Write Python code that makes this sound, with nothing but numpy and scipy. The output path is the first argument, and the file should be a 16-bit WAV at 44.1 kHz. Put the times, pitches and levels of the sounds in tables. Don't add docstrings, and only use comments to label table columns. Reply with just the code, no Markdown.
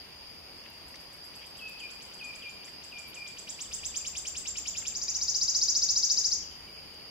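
import sys
import numpy as np
from scipy import signal
from scipy.fft import rfft, irfft
from scipy.io import wavfile
from scipy.ndimage import uniform_filter1d

SR = 44100
rng = np.random.default_rng(int(sys.argv[2]) if len(sys.argv) > 2 else 0)


def invert_db(x):
    u = np.asarray(x, float) / 20
    return 10 ** u


def output_pcm(signal):
    pcm = np.clip(np.atleast_2d(signal).T, -1, 1) * 32767
    wavfile.write(sys.argv[1], SR, np.round(pcm).astype(np.int16))


N = 313110


def evened(x):
    return x / np.sqrt(np.mean(x ** 2) + 1e-20)


def by(rule, x):
    return np.interp(x, *np.transpose(rule))


def read_each(points, hz):
    f, *columns = np.transpose(points)
    return np.array([np.interp(np.log(hz + 1), np.log(f + 1), column) for column in columns])


def read(points, hz):
    return read_each(points, hz)[0]


def add(mix, s, sound):
    part = mix[round(s * SR):][:len(sound)]
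    part += sound[:len(part)]


def coloured(x, db, lead=0):
    turn = np.exp(1j * np.array([lead + 0 * db[0], 0 * db[0]]))
    return irfft(rfft(x) * invert_db(db) * turn, N)


def trees(x, decay, onset_s):
    taps = np.zeros((2, SR))
    at = np.arange(0, SR - 20, 20) + rng.integers(0, 20, (2, SR // 20 - 1))
    size = rng.standard_normal(at.shape) * rng.exponential(1, at.shape) ** 0.62
    np.put_along_axis(taps, at, size, 1)
    hz, t, z = signal.stft(taps, SR, nperseg=256)
    fade = invert_db(-60 * t / read(decay, hz)[:, None])
    tail = signal.istft(z * fade, SR, nperseg=256)[1]
    tail = tail * np.clip(np.arange(tail.shape[1]) / SR / onset_s, 0, 1)
    return signal.fftconvolve(x[None], tail / np.linalg.norm(tail[0]), axes=1)[:, :N]


def glide(t, hz, level_db):
    n = np.arange(0, t[-1], 1 / SR)
    turn = 2 * np.pi * np.cumsum(uniform_filter1d(np.interp(n, t, hz), 90)) / SR
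    flutter_db = sum(3.0 * np.sin(2 * np.pi * (rate * n + rng.random())) for rate in (23, 61))
    level = invert_db(np.interp(n, t, level_db) + flutter_db)
    return level * np.sqrt(2) * np.sin(turn) * signal.windows.tukey(len(n), .2)


def hiss(gain, patchy_db):
    # (frequency [Hz], left-right likeness [-1..1])
    likeness = [(40, 0.88), (110, 0.43), (380, 0.44), (1300, 0.23), (2100, 0.54), (2800, -0.12),
                (3500, -0.11), (4800, -0.27), (6200, 0.082), (9000, 0.3), (15000, 0.023)]
    # (frequency [Hz], left minus right [dB])
    lean = [(60, -2.5), (180, 1), (550, -1.0), (1650, 0), (4970, 1), (15000, -1.5)]
    hz = np.fft.rfftfreq(1024, 1 / SR)
    a, b, c, d, patches = rng.standard_normal((N // 256 + 5, 513, 5)).T
    patches = evened(uniform_filter1d(uniform_filter1d(patches, 10, 0), 12, 1))
    same = np.clip(read(likeness, hz), -1, 1)[:, None]
    left = a + 1j * b
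    right = same * left + np.sqrt(1 - same ** 2) * (c + 1j * d)
    lean_db = np.outer([.5, -.5], read(lean, hz))[..., None]
    z = np.array([left, right]) * gain(hz)[:, None] * invert_db(patchy_db * patches + lean_db)
    return evened(signal.istft(z, nperseg=1024, noverlap=768)[1][:, :N])


def leaf_hiss():
    # (frequency [Hz], density [dB per Hz])
    wood = [(18, -29), (62, -10), (105, -10.5), (150, -9), (400, -10), (1000, -12.5), (1600, -16.5),
            (2800, -14), (4250, -18.5), (5600, -20), (7600, -31), (9000, -27), (12000, -26.5), (15700, -35)]
    # (low edge [Hz], high edge [Hz])
    gap_hz = (7660, 8580)
    return invert_db(-52.5) * hiss(lambda hz: invert_db(read(wood, hz)) * ((hz < gap_hz[0]) | (hz > gap_hz[1])), 0.83)


def insect_whine():
    # (centre [Hz], width [Hz], level [dB])
    whines = [
        (4814, 460, -49),
        (12270, 110, -80),
    ]
    out = np.zeros((2, N))
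    for centre_hz, width_hz, db in whines:
        out += invert_db(db) * hiss(lambda hz: np.exp(-((hz - centre_hz) / width_hz) ** 2 * 2), 1.85)
    return out


def steady_lines():
    # (frequency [Hz], level [dB])
    tones = [
        (8802, -76),
        (8823, -101),
        (12220, -87),
    ]
    t = np.arange(N) / SR
    return sum(invert_db(db + 1.0) * np.sqrt(2) * np.sin(2 * np.pi * (hz * t + rng.random())) for hz, db in tones)


def far_chorus():
    # (time [s], level [dB])
    chorus = [(0, -57), (.55, -64), (1.1, -63), (2.5, -58), (3.5, -66), (6.3, -80), (6.5, -61), (6.78, -62),
              (7.1, -60)]
    blur = hiss(lambda hz: np.exp(-((hz - 2700) / 600) ** 4), 3.5)
    return invert_db(by(chorus, np.arange(N) / SR)) * blur


def wind():
    # (time [s], strength [dB])
    gusts = [(0, -65.5), (3.6, -69), (3.74, -58.5), (3.98, -63.5), (4.1, -59.5), (4.65, -58), (5.14, -62),
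             (5.26, -58), (6.08, -60.5), (6.19, -73), (6.26, -58), (7.0, -64), (7.1, -66)]
    # (frequency [Hz], density [dB per Hz])
    gust_colour = [(15, -46), (25, -13), (49, -5), (65, -0.5), (82, -1.5), (110, -25), (173, -8.5),
                   (250, -25), (400, -73)]
    shared, *own = rng.standard_normal((N, 3)).T
    colour_db = read(gust_colour, np.fft.rfftfreq(N, 1 / SR))
    rumble = evened(coloured(shared + 0.25 * np.array(own), np.array([colour_db, colour_db])))
    return invert_db(by(gusts, np.arange(N) / SR) + 0.5) * rumble


def rustles():
    # (time [s], centre [Hz], width [Hz], length [s], level [dB])
    bursts = [(0.651, 2340, 1300, 0.019, -58), (.701, 12500, 4000, .003, -62),
              (.87, 11400, 3000, 0.0024, -69), (0.939, 1970, 450, 0.014, -59),
              (0.955, 4380, 3600, .007, -56), (.943, 5600, 800, .008, -63), (1.413, 2720, 1800, 0.025, -59),
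              (1.43, 2610, 900, 0.03, -66), (1.695, 12000, 6000, .004, -58), (2.672, 2500, 1810, 0.02, -58),
              (3.067, 11900, 3000, 0.051, -64.5), (4.813, 1930, 900, .02, -62),
              (6.943, 6770, 2000, 0.0033, -63)]
    out = np.zeros((2, N))
    for s, hz, width_hz, length, db in bursts:
        edges = np.clip([hz - width_hz / 2, hz + width_hz / 2], 100, 19000)
        burst = rng.standard_normal((4000, 2))[:round(length * SR)].T
        burst = burst[0] + 1.7 * burst
        burst = signal.sosfilt(signal.butter(2, edges, "band", fs=SR, output="sos"), burst)
        burst = invert_db(db) * evened(burst) * signal.windows.tukey(burst.shape[1], .6)
        for channel, part in zip(out, burst):
            add(channel, s, part)
    return out


def far_whistler():
    # (time [s], held pitch [Hz], held time [s], level [dB])
    whistles = [
        (1.584, 2590, 0.076, -51),
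        (1.793, 2437, 0.055, -50.5),
        (2.186, 2472, 0.055, -50.5),
        (2.415, 2410, 0.057, -50),
        (2.905, 2414, 0.076, -52.5),
        (3.146, 2412, 0.064, -51.5),
    ]
    # (time [s], start [Hz], end [Hz], length [s], level [dB])
    after_notes = [
        (1.681, 2620, 2400, 0.033, -57),
        (1.756, 2603, 2570, 0.028, -61),
        (2.264, 2490, 2383, 0.051, -55),
        (2.32, 2330, 2320, .055, -63),
        (3.029, 2394, 2300, 0.061, -61.5),
        (3.236, 2396, 2400, 0.084, -62.5),
    ]
    hook_hz, hook_hz_per_s, hook_db = 3600, 41000, -10
    calls = np.zeros(N)
    for s, held_hz, held, db in whistles:
        fall = (hook_hz - held_hz) / hook_hz_per_s
        times = [0, 0.84 * fall, fall + 0.0091, fall + held]
        path = [hook_hz, 1.04 * held_hz, held_hz, .99 * held_hz]
        add(calls, s, glide(times, path, [db + hook_db, db - 5.0, db - 3.5, db - 1.0]))
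    for s, start_hz, end_hz, length, db in after_notes:
        add(calls, s, glide([0, length], [start_hz, end_hz], [db, db]))
    return calls


def faint_birds():
    # (time [s], start [Hz], end [Hz], length [s], level [dB])
    slurs = [(3.505, 3900, 2800, .034, -65), (3.542, 3150, 3800, .02, -65), (3.638, 3810, 2670, .033, -63),
             (3.672, 3210, 3700, .016, -64), (3.762, 3580, 3640, .016, -61), (3.783, 3300, 2500, .02, -61),
             (3.805, 3200, 3700, .016, -62), (3.9, 3700, 2400, .035, -61), (4.001, 3000, 2280, .021, -63),
             (4.122, 2950, 2270, .022, -65), (4.288, 2300, 3900, .028, -65), (4.42, 3050, 2300, .028, -67),
             (4.572, 3000, 2400, .018, -60), (4.64, 3400, 2700, .014, -65), (4.732, 3650, 2260, .024, -59),
             (4.815, 3500, 2300, .026, -61), (4.906, 3250, 2240, .024, -58), (5.076, 2520, 2250, .026, -63),
             (5.104, 2300, 3100, .022, -67), (5.16, 3000, 2300, .028, -65), (5.188, 2320, 2280, .024, -63)]
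    # (time [s], start [Hz], end [Hz], length [s], level [dB])
    chips = [(.632, 5600, 5520, .018, -73), (.626, 2880, 2780, .016, -73), (.65, 3200, 2850, .02, -70),
             (.68, 2950, 2750, .025, -76), (.8, 3300, 3240, .05, -77), (1.15, 3000, 2930, .05, -77),
             (1.397, 5600, 5380, .022, -70), (1.4, 2800, 2600, .02, -72), (1.408, 3150, 3250, .022, -65),
             (1.44, 3150, 3100, .022, -69), (2.657, 5560, 5420, .022, -66), (6.423, 3280, 2700, .03, -68),
             (6.505, 3280, 2800, .028, -69), (6.592, 3250, 2900, .025, -70), (6.665, 3250, 2800, .03, -71),
             (6.678, 2320, 2290, .04, -68), (6.738, 3080, 2980, .03, -65), (6.765, 2400, 2250, .025, -66),
             (6.835, 3000, 2900, .03, -69), (6.92, 3100, 2800, .025, -68), (7.0, 3100, 2200, .03, -68)]
    faint = np.zeros(N)
    for rows in (slurs, chips):
        for s, start_hz, end_hz, length, db in rows:
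            add(faint, s, glide([0, length], [start_hz, end_hz], [db, db]))
    return faint


def far_birds():
    # (frequency [Hz], time to fall 60 dB [s])
    far_decay = [(2000, 0.69), (3500, 0.99), (6000, 0.46)]
    calls, faint = far_whistler(), faint_birds()
    left, right = trees(calls + invert_db(-5) * faint, far_decay, 0.0037)
    direct = invert_db([[.8], [-1.5]]) * (calls + invert_db(-1) * faint)
    return direct + invert_db([[-2.5], [-4.5]]) * np.array([left, right - 0.07 * left])


def note(shape, octave, s, level_db, top_hz, slow, low_db=None, side_db=-120., bow_hz=0):
    # (effort [dB], level relative to the note [dB])
    end_chip = [(-50, -32), (-39, -11), (-35.5, -17), (-35, -30)]
    cross_hz = 6500
    ms, *columns = np.transpose(shape)
    ms = np.where(ms > -14, ms * slow, ms + 14 * (1 - slow))
    t = np.arange(ms[0], ms[-1], 1000 / SR)
    hz, db = (uniform_filter1d(np.interp(t, ms, c), 40) for c in columns)
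    octave_db = read(octave, hz) - 30 * max(1 - slow, 0)
    stretch = (top_hz - cross_hz) / (hz.max() - cross_hz)
    hz = np.where(hz > cross_hz, cross_hz + (hz - cross_hz) * stretch, hz)
    hz = hz + bow_hz * np.sin(np.pi * np.clip((t + 20) / 28, 0, 1))
    db = db - 2.5 * bow_hz / 650 * np.clip((5800 - hz) / 1200, 0, 1)
    turn = 2 * np.pi * (np.cumsum(hz) / SR + rng.random())
    voice = np.sin(turn) + invert_db(octave_db) * np.sin(2 * turn)
    if low_db is not None:
        db = db + (low_db + 16.5) * np.clip((4400 - hz) / 500, 0, 1)
        chip_hz = 9050 - 150 * (t - 14)
        chip = np.exp(-((t - 14) / 2.3) ** 2) * np.sin(2 * np.pi * np.cumsum(chip_hz) / SR)
        voice += invert_db(by(end_chip, level_db)) * chip
    side = np.sin(turn + 2 * np.pi * 3300 * np.arange(len(t)) / SR)
    side = invert_db(side_db) * side * np.clip((hz - 6900) / 900, 0, 1)
    db = db + 2.14 * np.sin(2 * np.pi * (0.1474 * t + rng.random()))
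    sound = np.sqrt(2) * (invert_db(level_db + db) * voice + side) * signal.windows.tukey(len(t), .12)
    return s + ms[0] / 1000, sound


def sips():
    # (time from the crossing [ms], pitch [Hz], level [dB])
    sip_shape = [(-27.5, 2130, -15), (-22.5, 2400, -11), (-16, 3150, -10), (-12.5, 3850, -17),
                 (-10, 4300, -19), (-7.5, 4850, -5), (0, 6450, 0), (5.5, 7064, 3.5), (13, 7420, 2),
                 (21.5, 7400, -12)]
    # (pitch [Hz], relative level [dB])
    sip_octave = [(2000, -16), (3150, -11), (3900, -11), (4350, 3), (4800, -10), (5300, -33), (7400, -34)]
    # (time at the 6500 Hz crossing [s], effort [dB], top [Hz])
    soft_sips = [(0.572, -70, 8500), (0.7277, -67, 8400), (0.878, -63, 8360), (1.0, -65.5, 8300),
                 (1.1248, -62, 8370), (1.24, -60.5, 8270), (1.352, -58, 8300), (1.46, -58.5, 8570),
                 (1.5707, -58, 8300), (1.681, -56.5, 8070), (1.7958, -54, 8040), (1.906, -52.5, 8050),
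                 (2.0208, -51.5, 8050), (2.137, -54, 8120), (2.2427, -51.5, 8040), (2.353, -51.5, 8040),
                 (2.4942, -54, 7700), (2.647, -51.5, 7980), (2.8372, -51, 8050), (2.9852, -48.5, 8040),
                 (3.1452, -48, 8080), (3.2762, -47, 7990), (3.3868, -44.5, 8040)]
    # (time at the crossing [s], effort [dB], top [Hz], slowness [ratio], low start [dB])
    full_sips = [(3.495, -39.5, 7950, 0.9, -12), (3.612, -38.5, 7950, .93, -12),
                 (3.737, -36, 7950, 1, -15.5), (3.856, -35, 7880, 1, -14), (3.9665, -33, 7660, 0.93, -15.5),
                 (4.0707, -36, 7680, 0.95, -11.5), (4.174, -36, 7830, 0.99, -11.5),
                 (4.2741, -35.5, 7700, 0.97, -13), (4.3734, -36.5, 7960, 0.99, -12),
                 (4.4765, -35.5, 7600, 0.88, -12), (4.577, -35, 7610, 0.92, -13.5),
                 (4.6797, -34, 7530, .97, -13), (4.7772, -34.5, 7620, 1, -13.5),
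                 (4.875, -33.5, 7620, 0.99, -13.5)]
    # (time [s], start [Hz], end [Hz], length [s], level [dB])
    held_top = (4.484, 7400, 7370, .034, -36.5)
    # (effort [dB], slowness [ratio])
    sip_slowness = [(-46, .68), (-40, 0.84)]
    # (effort [dB], low start [dB])
    low_start = [(-61, 3), (-57, -5), (-45, -8.5)]
    # (effort [dB], side tone [dB])
    side_tone = [(-69, -86), (-65, -65), (-55, -65), (-45, -67), (-38, -71)]
    low_joins_s, low_muted_db = 1.3, -24
    song = np.zeros(N)
    s, start_hz, end_hz, length, db = held_top
    add(song, s, glide([0, length], [start_hz, end_hz], [db, db - 5]))
    notes = list(full_sips)
    for s, db, top_hz in soft_sips:
        low_db = by(low_start, db) if s > low_joins_s else low_muted_db
        notes.append((s, db, top_hz, by(sip_slowness, db), low_db))
    for s, db, top_hz, slow, low_db in notes:
        add(song, *note(sip_shape, sip_octave, s, db, top_hz - 150, slow, low_db, by(side_tone, db)))
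    return song


def trill():
    # (time from the crossing [ms], pitch [Hz], level [dB])
    trill_shape = [(-26.5, 3530, -22), (-24, 3800, -18.5), (-20, 4150, -21.5), (-18, 4486, -2.5),
                   (-4, 5880, -0.3), (6, 7050, -0.5), (10, 7700, -27), (11.5, 7290, -6.5), (15.5, 6570, -3)]
    # (pitch [Hz], relative level [dB])
    trill_octave = [(3700, -37), (4400, -26), (5240, -47), (6400, -42), (6800, -32), (7300, -30),
                    (7700, -16)]
    # (time at the crossing [s], effort [dB])
    strokes = [(4.9688, -33), (5.033, -32.5), (5.099, -30), (5.164, -30), (5.231, -29), (5.2976, -27.5),
               (5.363, -27.5), (5.4306, -26.5), (5.497, -26.5), (5.565, -25.5), (5.633, -25), (5.6996, -25),
               (5.7686, -25), (5.8386, -25), (5.9069, -25), (5.9773, -24.5), (6.0469, -24.5),
               (6.117, -24.5), (6.1894, -25), (6.261, -26), (6.334, -26.5)]
    # (effort [dB], bow [Hz])
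    stroke_bow = [(-34, 650), (-29, 370), (-27, 65)]
    song = np.zeros(N)
    for s, db in strokes:
        slow = np.interp(db, [-33.5, -27.5], [0.95, 0.93])
        add(song, *note(trill_shape, trill_octave, s, db, 7700, slow, bow_hz=by(stroke_bow, db)))
    return song


def warbler():
    # (frequency [Hz], left [dB], right [dB], left lead [rad])
    ports = [(2500, -1, 0, -2), (4480, 3, 1.5, -0.47), (5470, 2.5, -1, -1.2), (6250, -0.5, 1.5, -2),
             (7070, -12, 1, -0.5), (6900, -4, 6, 0.7), (7670, -6, -1, 0.5), (8900, 1.5, 6, 0.92)]
    # (time [s], left minus right [dB])
    head_turn = [(0.5, -7), (0.97, 2), (1.22, 4), (3.19, 2), (3.39, -0.5), (4.54, 2), (5.61, -2),
                 (5.95, -0.5), (6.35, 1.5), (6.5, -13.5)]
    # (delay [ms], left [dB], right [dB])
    leaves = [
        (1.711, -16, -33),
        (3.367, -15, -20),
        (7.505, -30, -12),
        (14.06, -24, -14.5),
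        (37, -18.5, -26),
    ]
    # (frequency [Hz], time to fall 60 dB [s])
    near_decay = [(2000, 0.16), (5000, 0.51), (7500, 0.38), (11000, 0.27), (14000, 0.22)]
    # (frequency [Hz], left [dB], right [dB])
    echo_colour = [(2500, -5.5, -21), (3690, 4, 5.5), (4490, -5.5, -2.5), (5100, 6, -1.5), (7100, -4, -2.5),
                   (7740, -2.5, -1.5), (8400, 1, 0.5), (10700, 10, 12)]
    song = sips() + trill()
    hz = np.fft.rfftfreq(N, 1 / SR)
    left_db, right_db, lead = read_each(ports, hz)
    pan_db = by(head_turn, np.arange(N) / SR) + 1.2
    out = coloured(song, np.array([left_db, right_db]), lead) * invert_db(np.outer([.5, -.5], pan_db))
    for ms, *db in leaves:
        out += invert_db(np.c_[db]) * np.roll(song, round(ms * SR / 1000))
    echoes = trees(song, near_decay, 0.0037)
    return out + invert_db(-1.5) * coloured(echoes, read_each(echo_colour, hz))


def scene():
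    background = leaf_hiss() + insect_whine() + steady_lines() + far_chorus()
    return background + wind() + invert_db(9.0) * rustles() + invert_db(7.5) * far_birds() + warbler()


def treble_dropouts(mix):
    # (low edge [Hz], high edge [Hz])
    starved_hz = (8050, 10300)
    # (low edge [Hz], high edge [Hz])
    valleys_hz = [
        (3550, 4400),
        (5400, 5950),
    ]
    hz, t, z = signal.stft(mix, SR, nperseg=512)
    loud_db = 10 * np.log10(uniform_filter1d((abs(z) ** 2).sum((0, 1)), size=55))
    chance = rng.random((len(t) // 4 + 1, 16)).repeat(4, 0)[:len(t)].T
    band = np.floor((hz - starved_hz[0]) / (starved_hz[1] - starved_hz[0]) * 4)
    hunger = np.clip((loud_db + 39) / 5, 0, 1) ** 3
    for k in range(4):
        z[:, band == k] *= .75 * chance[0] + .25 * chance[k + 1] > hunger * (.72 - .04 * k)
    for k in range(4, 15):
        z[:, (band == k) & (hz % 560 < 260)] *= chance[k + 1] > .3 * hunger

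    deaf = (hz > 8040) & (hz < 8600)
    power = uniform_filter1d((abs(z[:, deaf]) ** 2).sum(0), size=4)
    weak = power < 1.5 * np.median(power) + .0012 * invert_db(2 * loud_db)
    z[:, deaf] *= invert_db(-30 * weak)

    kept = rng.random((len(t) // 10 + 1, len(hz) // 2 + 1)).repeat(10, 0).repeat(2, 1)
    kept = kept[:len(t), :len(hz)].T > .07
    for low, high in valleys_hz:
        valley = (hz > low) & (hz < high)
        z[:, valley] *= kept[valley] | (loud_db > -42)
    z[:, hz > 15790] = 0
    return signal.istft(z, SR, nperseg=512)[1][:, :N]


def low_pass(x):
    return signal.sosfilt(signal.butter(12, 16050, fs=SR, output="sos"), x)


def record(dry):
    mix = treble_dropouts(dry)
    return low_pass(mix)


dry = scene()
out = record(dry)
output_pcm(out)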